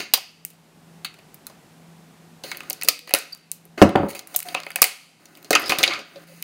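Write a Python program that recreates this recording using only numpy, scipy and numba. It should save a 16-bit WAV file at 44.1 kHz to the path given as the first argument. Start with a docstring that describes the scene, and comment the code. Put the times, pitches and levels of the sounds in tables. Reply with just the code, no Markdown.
"""In a small room, a hard plastic battery case is pried with pliers over a table. It scrapes, snaps,
ticks and creaks as its cells, wall and breaking edge are set ringing. The pliers drop on the table top
and bounce, and the torn-off lid clatters down after them. Quiet hiss and low room noise lie beneath.
The loudest blows are clipped, and an automatic volume control dips fast and slowly rises again."""
import sys
import numpy as np
from scipy import signal
from scipy.fft import rfft, irfft, next_fast_len
from scipy.io import wavfile
from scipy.ndimage import uniform_filter1d
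from numba import njit

SR = 44100
rng = np.random.default_rng(int(sys.argv[2]) if len(sys.argv) > 2 else 0)


def unload_audio(sound):
    """Save the sound as a 16-bit wav file, at the path given as the first command line argument."""
    columns = np.transpose(np.atleast_2d(sound))
    # keep every value between -1 and 1, then stretch to whole-number steps
    steps = np.round(np.clip(columns, -1, 1) * 32767)
    wavfile.write(sys.argv[1], SR, steps.astype(np.int16))


N = 283561


def amp(db):
    """Turns decibels into a multiplier."""
    return 10 ** (np.asarray(db) / 20)


def unit(x):
    """Scales a sound to an average power of 1."""
    return x / np.sqrt(np.mean(x ** 2) + 1e-20)


def along(points, hz):
    """Reads between (pitch_hz, value) points on a log pitch scale."""
    pitches, values = np.transpose(points)
    return np.interp(np.log(hz + 1), np.log(pitches + 1), values)


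def filtered(x, response):
    """Multiplies each frequency in x by response(hz)."""
    size = next_fast_len(len(x) + 8192)
    return irfft(rfft(x, size) * response(np.fft.rfftfreq(size, 1 / SR)), size)[:len(x)]


def resonances(modes, hz):
    """How strongly each mode (a pitch an object likes to ring at) answers, one row a mode."""
    return np.array([(-1) ** k * amp(db) * 1j * hz * width / (pitch ** 2 - hz ** 2 + 1j * hz * width)
                     for k, (pitch, width, db) in enumerate(modes)])


def ringing(x, modes):
    """The sound of an object with these modes when x shakes it."""
    return filtered(x, lambda hz: resonances(modes, hz).sum(axis=0))


# How long the room's main echo takes to fade by 60 dB: pitch_hz, fade_s
ROOM_FADES = [(200, 0.16), (600, 0.19), (2500, 0.32), (5000, 0.28), (10000, 0.18), (16000, 0.12)]

def room_tail():
    """A fresh room echo of energy 1, each pitch dying away at its own speed."""
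    hz, t, noise = signal.stft(rng.standard_normal(SR * 2 // 3), SR, nperseg=256)
    fall_db = -60 * t / along(ROOM_FADES, hz)[:, None]
    lingering = amp(-21.5 + fall_db / 3.4)
    tail = signal.istft(noise * (amp(fall_db) + lingering), SR, nperseg=256)[1]
    return np.pad(tail / np.linalg.norm(tail), (round(0.0036 * SR), 0))  # delay from the nearest wall


# The tone colour of the room's hiss: pitch_hz, relative_level_db
HISS_COLOUR = [(15, -73), (25, -34.5), (120, -19.5), (150, -12), (195, -10.5), (320, -16), (580, -21.5),
               (720, -19), (1100, -24.5), (2080, -28.5), (5970, -35), (8300, -35.5), (15600, -42.5),
               (16000, -79.5)]

def hiss():
    """Quiet, steady room noise, strongest in the bass."""
    return amp(-52.5) * unit(filtered(rng.standard_normal(N), lambda hz: amp(along(HISS_COLOUR, hz))))


# The random flutter of the low room noise, drawn as a level curve: time_s, level_db
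FLUTTER_LEVELS = [(0, -71), (0.421, -51), (0.681, -59.5), (0.959, -49), (1.22, -64.5), (1.6, -60),
                  (1.92, -49.5), (2.14, -57), (2.299, -51.5), (2.539, -62.5), (2.85, -55.5), (3.348, -58),
                  (3.7, -48), (4.2, -59), (4.549, -47), (4.799, -57.5), (6.05, -57.5), (6.269, -47)]

def low_room_noise():
    """A steady, narrow band of room noise near 163 Hz, played as a sine that follows the flutter."""
    level_db = np.interp(np.arange(N) / SR, *np.transpose(FLUTTER_LEVELS))
    pitch_hz = 163.8 + 0.44 * (level_db + 54.5)
    return np.sqrt(2) * amp(level_db) * np.sin(2 * np.pi * np.cumsum(pitch_hz) / SR)


# How the pack of cells, the case wall and the breaking edge ring: pitch_hz, width_hz, relative_level_db
CELL_MODES = [(306, 77, 2.5), (433, 22, 1), (546.3, 49, 0.5), (742, 80, 1), (1027, 118, -2.5),
              (1229, 100, 1.5), (1483, 277, -2.5)]
WALL_MODES = [(1826, 540, -8), (2220, 258, 0), (2532, 140, 1.5), (2970, 455, -3.5), (3778, 610, -5.5),
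              (4426, 330, -2), (4752, 285, -1.5), (6570, 1400, -11.5)]
EDGE_MODES = [(5900, 630, -12.5), (9540, 3200, 0), (11440, 850, 4), (14660, 4600, 0), (15980, 1000, 0.5)]
# Strokes of fingers and plier jaws over the case:
# start_s, length_s, start_db, end_db, edge_above_wall_db, cells_above_wall_db
STROKES = [(0, .12, -22.5, -81, -13, -3), (2.441, 0.097, -43, -49, -2, -2), (2.523, 0.33, -53, -61, -5, 7),
           (2.876, 0.0046, -37, -28, -1, -2), (3.074, 0.07, -33, -58, -11, -14),
           (3.776, 0.045, -46, -45.5, -1, 16), (3.95, .125, -59, -52, 5, -3),
           (4.085, 0.029, -32, -31, 2.5, -20), (4.15, 0.076, -25, -64, -1.5, -15),
           (4.282, 0.06, -47.5, -45, 1.5, 1), (4.455, 0.082, -38.5, -43, 0, 1),
           (4.57, .18, -53, -59, 0, -2.5), (5.197, .3, -60.5, -61, 2, 9.5),
           (5.54, .15, -28.5, -37.5, -11, 8), (5.697, 0.082, -19.5, -42, -6, 5.5),
           (5.786, 0.038, -38, -38, 5, 18), (5.864, 0.16, -39.5, -53.5, -4, 18),
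           (6.043, 0.2, -63.5, -57, 3.5, 12.5), (6.27, 0.24, -52, -55, 0.5, -2)]

def rubbing():
    """Many tiny slips of uneven size shake the three parts of the case."""
    out = np.zeros(N)
    slips = rng.standard_normal(N) * amp(3 * rng.exponential(size=N))
    table_echo_s, table_echo_db = .00045, -10.5
    slips = filtered(slips, lambda hz: 1 + amp(table_echo_db) * np.exp(-2j * np.pi * hz * table_echo_s))
    wall, edge, cells = (unit(ringing(slips, modes)) for modes in (WALL_MODES, EDGE_MODES, CELL_MODES))
    for start_s, length_s, start_db, end_db, edge_db, cells_db in STROKES:
        blend = wall + amp(edge_db) * edge + amp(cells_db) * cells
        stroke = blend[round(start_s * SR):][:round(length_s * SR)]
        add(out, start_s, stroke * amp(np.linspace(start_db, end_db, len(stroke))))
    return out + amp(-5.5) * signal.fftconvolve(out, room_tail())[:N]


# Snaps, ticks and clatter of the plastic (each part stretches the base fade by its own amount):
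# start_s, wall_db, cells_db, edge_db, base_fade_s, wall_pitch_hz, cells_pitch_hz
SNAP_EVENTS = [(.1371, 2, -9, 10.5, 0.033, 4030, 782), (.175, -17, -18.5, -13, 0.017, 4670, 810),
               (.4505, -25, -60, -2, .0056, 2670, 730), (.5027, -41, -54, -32.5, .028, 2760, 540),
               (.5349, -60, -55, -39, 0.033, 4040, 740), (1.0467, -17.5, -29, -21.5, 0.04, 3740, 1250),
               (1.1414, -39, -43, -39.5, 0.015, 2420, 1380), (1.1886, -39.5, -44, -42, .019, 2720, 433),
               (1.3434, -45, -66, -28.5, 0.02, 2780, 830), (1.4678, -30.5, -40.5, -20, 0.014, 4060, 1410),
               (1.4988, -42.5, -40.5, -45, 0.028, 4100, 597), (2.4374, -25, -31.5, -29, 0.029, 4110, 573),
               (2.5154, -16, -27, -20, 0.022, 2350, 1170), (2.5471, -26.5, -35, -36, .013, 2320, 1230),
               (2.5711, -27.5, -53, -16.5, 0.018, 4180, 980),
               (2.6057, -22.5, -31, -26.5, 0.0056, 2180, 1160),
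               (2.6332, -40, -39.5, -35.5, 0.017, 2270, 1290), (2.6997, -29, -32.5, -7, 0.018, 2130, 375),
               (2.7056, -11.5, -25.5, -17.5, 0.0036, 5060, 566), (2.7303, -23, -44, -8, 0.009, 5400, 362),
               (2.8131, -19, -37.5, -22.5, 0.0087, 4670, 1390),
               (2.8226, -15, -26, -19.5, 0.003, 1960, 1410),
               (2.8343, -23.5, -33.5, -1.5, 0.0068, 1980, 690), (2.8471, -26, -31, -14, 0.021, 4700, 464),
               (2.8856, 5, -13.5, 12.5, 0.018, 4230, 600), (2.9917, -20, -41, -16, 0.0027, 3950, 766),
               (3.0751, -25, -27.5, -25.5, 0.004, 2010, 750),
               (3.0935, -20.5, -29.5, -15.5, .0046, 1970, 490), (3.1085, -17.5, -23, -21, 0.013, 1980, 710),
               (3.138, 8, -3.5, 16.5, 0.0055, 4100, 577), (3.1479, 0, -4, 7, 0.02, 1850, 1400),
               (3.1875, -31, -50, -5, .0097, 4080, 1400), (3.3273, -30.5, -48, -21, 0.0091, 4780, 1380),
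               (3.3488, -33, -38, -16, 0.003, 4870, 1290), (3.3751, -39, -55, -29, 0.005, 4770, 750),
               (3.5161, -20, -51.5, -1, 0.0059, 4180, 562), (3.6534, -51.5, -43.5, -30, 0.012, 1830, 370),
               (3.779, -18.5, -19.5, -56, 0.037, 1990, 360), (3.8227, 1.5, 14, -2.5, .032, 1560, 331),
               (3.8921, -12, -19.5, -16.5, 0.02, 2030, 358), (3.9573, 3, 8, -33.5, 0.008, 1800, 713),
               (4.0871, -42, -33, -34, 0.042, 2210, 640), (4.1311, -24, -42, -29, .018, 4020, 680),
               (4.1494, -17.5, -20, -15, 0.023, 2430, 730), (4.1925, -13.5, -34, -9, 0.01, 4150, 770),
               (4.2724, -30.5, -39, -15, 0.013, 1600, 1395), (4.3432, -18.5, -19, -13, 0.022, 4300, 704),
               (4.3488, -12.5, -38, -18, 0.016, 4250, 720), (4.3618, -28, -41.5, 8, 0.018, 4640, 940),
               (4.3653, -26, -39, 4.5, 0.0031, 4210, 765), (4.3904, -22, -30.5, -1, 0.0055, 4880, 1150),
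               (4.4031, -19, -26, -2, 0.0049, 4250, 1460), (4.4249, -19, -38.5, -30.5, 0.0073, 2870, 1320),
               (4.4291, -33.5, -54, -7.5, 0.0057, 3800, 1200),
               (4.4861, -11.5, -29.5, -12.5, 0.0093, 3750, 730),
               (4.5446, -14, -17, -18.5, 0.0054, 2600, 1290), (4.5484, -1, -7, -9, 0.0054, 2570, 694),
               (4.602, -20, -26, -22, .004, 4200, 1390), (4.6343, -19.5, -32, -24.5, 0.0055, 2140, 1130),
               (4.651, -45.5, -48.5, -33, .004, 4790, 1400),
               (4.6656, -15.5, -22.5, -25.5, 0.0083, 1860, 740), (4.688, -40.5, -52, -31, .004, 4800, 1400),
               (4.7046, -18.5, -28, -19.5, 0.012, 1740, 1390), (4.717, -24.5, -51, -25.5, .004, 4820, 1400),
               (4.7589, -6, -19.5, .5, 0.0065, 2400, 695), (4.7861, -23, -24.5, -31.5, 0.012, 1780, 744),
               (4.8183, 10, -1, 22.5, 0.012, 5050, 762), (4.8274, 10, -7.5, 11.5, 0.0075, 2740, 1340),
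               (4.8416, 7, -17.5, 15.5, 0.016, 2850, 573), (5.2561, -29, -53, -29, 0.012, 5690, 678),
               (5.3522, -31.5, -59.5, -32.5, 0.011, 4840, 950), (5.3724, -32, -39, -27, 0.027, 2660, 360),
               (5.428, -35, -45, -28, .0062, 4290, 1023), (5.4459, -28.5, -36.5, -27, 0.033, 4190, 395),
               (5.5069, -4, 1, 1, 0.041, 4500, 478), (5.53, 2.5, -5.5, -1.5, 0.022, 1910, 573),
               (5.5519, 9, 2, 0.5, .024, 2210, 1280), (5.5971, -16, -32, -8, 0.042, 2030, 1070),
               (5.6192, -19.5, -18.5, -16, 0.054, 1810, 336), (5.6398, -9.5, -17, -31, 0.024, 4720, 540),
               (5.6592, -13, -28, -16, 0.063, 4900, 505), (5.6818, -20, -28, -12, 0.023, 4870, 474),
               (5.6948, -2, -39, -3, 0.054, 4150, 500), (5.6996, -1, -29, -22, 0.0078, 2460, 550),
               (5.7077, -2, -12, -20, 0.0038, 3600, 1030), (5.7202, 3.5, -1.5, -11, 0.022, 2500, 830),
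               (5.786, -2, -16, 0.5, 0.026, 4160, 520), (5.8073, -11.5, -18, -19.5, 0.0084, 2650, 554),
               (5.8302, 5.5, -10, -17, 0.024, 3930, 537), (5.8363, 10.5, -11, 3, 0.02, 2750, 1470),
               (5.862, -8.5, -12, -13.5, 0.031, 3960, 1420), (5.8771, 3, -15.5, -15.5, 0.017, 3890, 537),
               (5.9064, -6.5, -14, -30, 0.12, 2740, 1360), (5.9356, -6.5, -19, -20, 0.025, 4910, 1280),
               (5.9911, -17.5, -22.5, -29.5, 0.041, 2600, 537), (6.1586, -26, -28, -49, 0.026, 3920, 537),
               (6.4254, -19, -52, -8, 0.002, 3090, 830)]

def snaps():
    """Each snap is a sharp crack and a short burst of noise that ring the cells, wall and edge."""
    out, t = np.zeros(N), np.arange(4096) / SR
    hz, sounding = np.fft.rfftfreq(len(t), 1 / SR), t < .08
    tails = [room_tail() for _ in range(16)]
    thump_db, thump_s, scatter_db = -33.5, 0.00077, 2.5
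    # modes, reach_octaves, ping_db, fade_stretch, echo_db
    parts = [(CELL_MODES, 0.49, -2.5, 1.73, -6),
             (WALL_MODES, 0.86, 0.5, 2.93, -11.5),
             (EDGE_MODES, 0.94, -11, 1.52, -14)]
    for k, (start_s, wall_db, cells_db, edge_db, fade_s, wall_hz, cells_hz) in enumerate(SNAP_EVENTS):
        # a snap with more edge in it sounds higher
        edge_hz = np.clip(8290 * 2 ** (0.16 * (edge_db - wall_db)), 6100, 14490)
        crack = rng.standard_normal(len(t)) * (1 + 2.57 * np.exp(-t / 0.00029))
        low_thump = t / thump_s * np.exp(1 - t / thump_s)  # heard under the loudest snaps
        add(out, start_s, amp(min(wall_db, edge_db) + thump_db) * low_thump)
        into_room = np.zeros(len(t))
        hits = [(cells_db, cells_hz), (wall_db, wall_hz), (edge_db, edge_hz)]
        for (peak_db, pitch_hz), (modes, reach_octaves, ping_db, stretch, echo_db) in zip(hits, parts):
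            responses = resonances(modes, hz)
            # where it breaks decides which modes ring most
            octaves_away = np.log2(np.transpose(modes)[0] / pitch_hz)
            weights = amp(scatter_db * rng.standard_normal(len(modes)))
            weights /= 1 + (octaves_away / reach_octaves) ** 2
            ping = resonances([(pitch_hz, 0.04 * pitch_hz, ping_db)], hz)[0]  # this snap's own note
            burst = crack * amp(-60 * t / (stretch * fade_s))
            ring = irfft(rfft(burst) * (weights @ responses + ping)) * sounding
            ring *= amp(peak_db) / np.abs(ring).max()
            add(out, start_s, ring)
            all_round = irfft(weights ** 0.77 @ responses) * sounding  # from all sides, modes even out
            all_round *= np.linalg.norm(ring) / np.linalg.norm(all_round)
            into_room += amp(echo_db + 0.057 * (peak_db + 12)) * all_round  # louder snaps get more echo
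        add(out, start_s, signal.fftconvolve(into_room, tails[k % len(tails)]))
    return out


# Creaks, and narrow rings that linger after snaps:
# start_s, length_s, pitch_hz, width_hz, start_db, end_db
CREAKS_AND_RINGS = [(0.141, 0.18, 4810, 700, -31, -52.5), (2.432, 0.1, 4300, 370, -47, -43.5),
                    (2.888, 0.12, 290, 12, -43.5, -52), (2.89, 0.2, 485, 9.8, -46.5, -57),
                    (3.141, 0.16, 278, 14, -38, -63), (2.88, 0.1, 1260, 60, -23, -52.5),
                    (3.323, 0.04, 4660, 148, -18.5, -51), (4.449, 0.085, 713, 38, -25.5, -40),
                    (4.546, 0.043, 2600, 300, -28, -25), (5.589, 0.097, 5010, 140, -40, -22),
                    (6.159, 0.03, 552, 19, -27, -40.5), (6.283, 0.049, 552, 39, -46.5, -47.5)]

def creaks_and_rings():
    """Noise through one narrow mode, heard as a creak or a lingering ring."""
    out = np.zeros(N)
    for start_s, length_s, pitch_hz, width_hz, start_db, end_db in CREAKS_AND_RINGS:
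        noise = rng.standard_normal(SR // 5)[:round(length_s * SR)]
        tone = ringing(noise, [(pitch_hz, width_hz, 0)])
        tone = unit(ringing(tone, [(pitch_hz, 2 * width_hz, 0)]))  # a second pass makes it purer
        loudness = amp(np.linspace(start_db, end_db, len(tone))) * signal.windows.tukey(len(tone), .08)
        add(out, start_s, tone * loudness)
    return out + amp(-19.5) * signal.fftconvolve(out, room_tail())[:N]


# How the table top rings: pitch_hz, width_hz, relative_level_db
TABLE_MODES = [(96, 21, -14), (198, 51, -1), (263, 160, 0), (299.2, 94, 3), (430.5, 130, -7.5),
               (562, 21, 3), (702, 210, -5.5), (1290, 490, -6.5), (2113, 480, -13)]
# The pliers land and bounce: start_s, peak_db, contact_s
PLIER_BOUNCES = [(3.8167, 18.5, 0.0004), (3.852, -1.5, 0.00041), (3.954, 10, 0.00032), (3.998, 0, 0.00066),
                 (4.033, -0.5, 0.00037), (4.063, -17, 0.0003)]

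def plier_thuds():
    """Each landing gives the table top a brief push; a longer contact sounds duller."""
    out, t = np.zeros(N), np.arange(SR // 4) / SR
    for start_s, peak_db, contact_s in PLIER_BOUNCES:
        knock = ringing(t * np.exp(-t / contact_s), TABLE_MODES)
        knock *= amp(peak_db) / np.abs(knock).max()
        add(out, start_s, knock)
        add(out, start_s, amp(-1.5) * signal.fftconvolve(knock, room_tail()))
    return out


def add(out, start_s, x):
    """Mixes x into out, beginning at start_s."""
    part = out[round(start_s * SR):][:len(x)]
    part += x[:len(part)]


def scene():
    """All the sounds together in one channel."""
    return (hiss() + low_room_noise() + rubbing() + snaps() + creaks_and_rings() + plier_thuds())[None]


@njit
def volume_control(wanted_db, fall_s, rise_db_per_s):
    """Glides down fast to the wanted volume and climbs back at a steady pace."""
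    out, now = np.empty_like(wanted_db), wanted_db[0]
    for i, wanted in enumerate(wanted_db):
        if wanted < now:
            now += (wanted - now) / (fall_s * SR)
        else:
            now = min(wanted, now + rise_db_per_s / SR)
        out[i] = now
    return out


def record(dry):
    """Turns loud moments down, clips the peaks, adds electronic hiss and cuts the highest treble."""
    recent_power = uniform_filter1d(dry[0] ** 2, round(.02 * SR), origin=round(.009 * SR))
    loudness_db = 10 * np.log10(np.abs(recent_power) + 1e-12)
    wanted_db = -.33 * np.maximum(loudness_db + 38, 0)
    x = dry[0] * amp(volume_control(wanted_db, fall_s=.008, rise_db_per_s=13))
    clipped = x / (1 + np.abs(x / .99) ** 12) ** (1 / 12)
    noise = amp(-65) * filtered(rng.standard_normal(N), lambda hz: (hz < 15700) / (1 + hz / 6000))
    return filtered(clipped + noise, lambda hz: 1 / (1 + (hz / 16100) ** 80))[None]


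dry = scene()
out = record(dry)
unload_audio(out)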